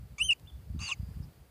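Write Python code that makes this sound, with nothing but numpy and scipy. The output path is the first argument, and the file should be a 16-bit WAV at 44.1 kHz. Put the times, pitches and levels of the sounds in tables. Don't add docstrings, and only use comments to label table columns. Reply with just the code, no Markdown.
import sys
import numpy as np
from scipy import signal
from scipy.fft import rfft, irfft
from scipy.io import wavfile
from scipy.ndimage import uniform_filter1d

SR = 44100
rng = np.random.default_rng(int(sys.argv[2]) if len(sys.argv) > 2 else 0)


def generate_wav(signal):
    frames = np.transpose(np.atleast_2d(signal))
    scaled = np.clip(frames, -1, 1) * 32767
    pcm = np.round(scaled).astype(np.int16)
    wavfile.write(sys.argv[1], SR, pcm)


N = 66150
T = np.arange(N) / SR
HZ = np.fft.rfftfreq(N, 1 / SR)

# f/Hz, gain/dB
BEAK_EQ = [(200, -51), (600, -17.5), (1100, -16), (1500, -21.5), (2000, -20), (2350, -11), (2680, 0),
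           (2850, -0.5), (2950, -5), (3005, -9.5), (3055, -33.5), (3125, -16), (3250, -14.5), (3500, -15),
           (4050, -22), (4700, -12), (5500, -14.5), (5790, -34.5), (5980, -16), (6200, -8), (7100, -14.5),
           (7900, -14.5), (8300, -16.5), (9400, -17), (10500, -18), (11500, -31.5), (15500, -39.5)]
def chick():
    throb, swing, buzz_tone = buzzes()
    voice = peep_whistles(swing) * (1 + throb) + buzz_tone
    spurts = unit(amp(1.5 * noise(bell(0, width_hz=232.6))))
    grit = spurts * (ragged_note() + rasp())
    peeps = colour(voice + grit, BEAK_EQ)
    return peeps + amp(-29.5) * echo(peeps, t60_s=.063)


# t/s, f/Hz, level/dB, overtone boost/dB
CLEAR_NOTE = [(.181, 2271, -32, -3), (.195, 2307, -30.5, -3), (.205, 2650, -28.5, 0.5),
              (.211, 2690, -25, 2), (.218, 2870, -22, 4), (.232, 3035, -20.5, 2.5), (.246, 3090, -13.5, -3),
              (.26, 3139, -19, -3), (.276, 3084, -23, 2.5), (.29, 2976, -18.5, -1.5),
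              (.304, 2822, -20.5, -4), (.3125, 2558, -22, 6), (.315, 2817, -24, -5.5),
              (.324, 2815, -22.5, -11), (.33, 2614, -29, 5), (.337, 2190, -33, 7)]
HOARSE_NOTE = [(.79, 3560, -35, -10), (.799, 4240, -41.5, 5), (.808, 4640, -38, -1), (.82, 4690, -37.5, -7),
               (.84, 4758, -31.5, -6), (.86, 4675, -33, -8), (.88, 4350, -26, -4.5), (.891, 3970, -30.5, 6),
               (.899, 3830, -32, 9), (.906, 3480, -26.5, -4), (.914, 3280, -34, -4)]
CRACK_NOTE = [(.913, 3000, -24.5, -9), (.92, 2780, -29, -8), (.924, 2610, -28.5, 1), (.929, 2440, -29, 1),
              (.937, 2247, -33, 1), (.946, 2000, -46, 1)]
CLEAR_MIX = [-0.5, -14, -7.5, -13, -12.5]
HOARSE_MIX = [0.5, -9]
CRACK_MIX = [0, -7, -8.5, -26]
CLEAR_JITTER, HOARSE_JITTER = .0012, .0051
def peep_whistles(swing):
    return (whistle(CLEAR_NOTE, CLEAR_MIX, CLEAR_JITTER, swing)
            + whistle(HOARSE_NOTE, HOARSE_MIX, HOARSE_JITTER, swing)
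            + whistle(CRACK_NOTE, CRACK_MIX, HOARSE_JITTER, swing))


def whistle(note, harmonics_db, jitter, swing):
    hz, level_db, boost_db = curves(note)
    angle = phase(hz, jitter) + swing
    tone = 0
    for k, db in enumerate(harmonics_db, 1):
        gain = amp(db + boost_db * (k > 1)) * (k * hz < SR / 2)
        tone = tone + gain * np.sin(k * angle)
    return np.sqrt(2) * tone * envelope(note, level_db)


# start/s, end/s, f/Hz, throb/0-1, swing/rad, shake/rad, level/dB, jitter/0-1
BUZZ_BURSTS = [(0.182, 0.206, 1166, 0.3, 0.089, 0.17, -38, 0.05),
               (0.311, 0.325, 930, 0, 0.21, 0.06, -43.5, 0.1),
               (0.792, 0.838, 1198, 0, 0.043, 0.036, -39, .1),
               (.886, 0.92, 1061, 0.12, 0.19, 0.84, -30, 0.1),
               (0.905, 0.937, 1190, 0.08, 0.053, 0.094, -38.5, 0)]
def buzzes():
    throb = swing = tone = 0
    for start, end, hz, depth, swing_rad, shake_rad, db, jitter in BUZZ_BURSTS:
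        burst = gate(start, end)
        buzz = burst * np.sin(phase(hz, jitter))
        shake = burst * noise(bell(0, width_hz=220.5))
        throb = throb + depth * buzz
        swing = swing + swing_rad * buzz + shake_rad * shake
        tone = tone + np.sqrt(2) * amp(db) * buzz
    return throb, swing, tone


# t/s, level/dB
RAGGED_RIDE = [(.79, -52.5), (.805, -64), (.815, -49.5), (.85, -45), (.9, -40.5), (.912, -44)]
def ragged_note():
    tone = np.sqrt(2) * np.sin(phase(hz=2760, jitter=.04))
    return envelope(RAGGED_RIDE, *curves(RAGGED_RIDE)) * tone


# t/s, level/dB
CLEAR_RASP_RIDE = [(.182, -34), (.203, -48), (.225, -60.5), (.306, -64.5), (.315, -42.5), (.324, -33.5),
                   (.337, -64.5)]
HOARSE_RASP_RIDE = [(.79, -43), (0.804, -42), (0.813, -32), (.875, -31), (.9, -32), (0.92, -30.5),
                    (0.932, -38.5), (0.948, -52)]
# f/Hz, gain/dB
RASP_EQ = [(400, -11), (1100, -0.5), (2200, 2), (3200, -5), (4000, -4), (5200, -4), (6200, 5), (6900, -1),
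           (8500, -11), (12000, -13.5), (15500, -12.5)]
def rasp():
    return sum(envelope(ride, *curves(ride)) * noise(spectrum(RASP_EQ, HZ))
               for ride in (CLEAR_RASP_RIDE, HOARSE_RASP_RIDE))


# t/s, level/dB
GUST_RIDE = [(0, -45.5), (.06, -45.5), (.09, -58.5), (.125, -41.5), (.17, -67), (.238, -42), (.3, -49.5),
             (.342, -65), (.445, -50), (.51, -59), (.56, -42), (.63, -51.5), (.76, -38.5), (.8, -42),
             (.83, -38.5), (.885, -58.5), (.98, -49), (1.06, -49), (1.1, -42.5), (1.125, -45.5),
             (1.17, -42.5), (1.29, -44), (1.335, -65), (1.402, -50.5), (1.5, -63)]
# f/Hz, gain/dB
RUMBLE_EQ = [(22, -51), (38, -18.5), (58, 6.5), (90, 3.5), (150, -5), (210, -17), (300, -26.5),
             (500, -42.5), (1500, -50), (4000, -76.5)]
# t/s, width/s, level/dB
EDDY_HITS = [(.702, 0.0014, -27.5), (.749, 0.001, -26.5), (0.762, 0.0012, -23.5), (.817, 0.0014, -26.5),
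             (.998, 0.0018, -22.5), (1.031, 0.0015, -24), (1.089, 0.0015, -28), (1.169, 0.0015, -26.5),
             (1.203, 0.0014, -24.5)]
def wind():
    bumps = sum(amp(db) * np.exp(-.5 * ((T - at) / width) ** 2) for at, width, db in EDDY_HITS)
    low_cut = signal.butter(N=4, Wn=61.4, btype="high", fs=SR, output="sos")
    rumble = amp(*curves(GUST_RIDE)) * noise(spectrum(RUMBLE_EQ, HZ))
    return signal.sosfilt(low_cut, bumps) + rumble


# t/s, f/Hz, level/dB
CHIRP_NOTE = [(.46, 2745, -69), (.472, 2930, -65.5), (.475, 3510, -54.5), (.486, 3540, -58),
              (.498, 3466, -57.5), (.506, 3000, -61)]
# centre/s, length/s, f/Hz, width/Hz, level/dB
TWITTER_SMEARS = [(0.768, 0.075, 4720, 161.4, -76), (1.025, 0.31, 4810, 175, -74),
                  (1.239, 0.027, 5100, 375, -63.5)]
def far_birds():
    pitch_hz, level_db = curves(CHIRP_NOTE)
    chirp = np.sqrt(2) * envelope(CHIRP_NOTE, level_db) * np.sin(phase(pitch_hz, CLEAR_JITTER))
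    tail = irfft(rfft(echo(chirp, t60_s=.32)) * bell(3450, width_hz=170), N)
    twitter = 0
    for centre, length, hz, width, db in TWITTER_SMEARS:
        swell = amp(db) * np.exp(-(2 * (T - centre) / length) ** 2)
        twitter = twitter + swell * noise(bell(hz, width))
    return chirp + amp(-6) * tail + twitter


# f/Hz, gain/dB
STALK_EQ = [(1000, -15), (2500, -3), (4200, 1), (5400, -6), (7500, 0), (10000, -12), (15000, -20)]
def stalk(at_s=.3975, level_db=-49.5, decay_s=.0009):
    decay = (T >= at_s) * np.exp(-abs(T - at_s) / decay_s)
    return amp(level_db) * decay * noise(spectrum(STALK_EQ, HZ))


# f/Hz, gain/dB
HUSH_EQ = [(30, -13.5), (120, -4.5), (250, 2), (520, -1), (950, -7), (1500, -10), (2800, -13.5),
           (4000, -16), (4700, -13), (5600, -19.5), (15000, -16)]
# t/s, gain/dB
HUSH_RIDE = [(0, -1), (.4, 0), (.7, -0.5), (1.15, 2), (1.5, -2)]
def hush(level_db=-64):
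    return amp(level_db) * amp(*curves(HUSH_RIDE)) * noise(spectrum(HUSH_EQ, HZ))


def amp(db):
    return 10 ** (np.asarray(db) / 20)


def unit(x):
    return x / np.sqrt(np.mean(x ** 2) + 1e-20)


def spectrum(eq, hz):
    f, db = np.transpose(eq)
    return amp(np.interp(np.log(hz + 1), np.log(f + 1), db))


def noise(gain):
    return unit(irfft(rfft(rng.standard_normal(N)) * gain, N))


def bell(hz, width_hz):
    return np.exp(-.5 * ((HZ - hz) / width_hz) ** 2)


def gate(start, end, attack_s=.00196, release_s=.003):
    return np.clip((T - start) / attack_s, 0, 1) * np.clip((end - T) / release_s, 0, 1)


def curves(table):
    times, *columns = np.transpose(table)
    return [uniform_filter1d(np.interp(T, times, column), size=130) for column in columns]


def envelope(table, db):
    return amp(db) * gate(table[0][0], table[-1][0])


def phase(hz, jitter):
    tremble = jitter * noise(bell(0, width_hz=464.6))
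    return 2 * np.pi * np.cumsum(hz * (1 + tremble)) / SR


def colour(x, eq, size=8192):
    log_gain = np.log(spectrum(eq, abs(np.fft.fftfreq(size, 1 / SR))))
    response = np.fft.ifft(np.exp(np.conj(signal.hilbert(log_gain)))).real
    return signal.fftconvolve(x, response[:size // 2])[:N]


def echo(x, t60_s):
    tail = rng.standard_normal(N) * np.exp(-np.log(1000) * T / t60_s)
    return signal.fftconvolve(x, tail / np.linalg.norm(tail))[:N]


def scene():
    return (chick() + wind() + far_birds() + stalk() + hush())[None]


def record(dry, cutoff_hz=15520):
    high_cut = signal.firwin(1023, cutoff_hz, window=("kaiser", 9), fs=SR)
    return signal.oaconvolve(dry, high_cut[None], "same")


dry = scene()
out = record(dry)
generate_wav(out)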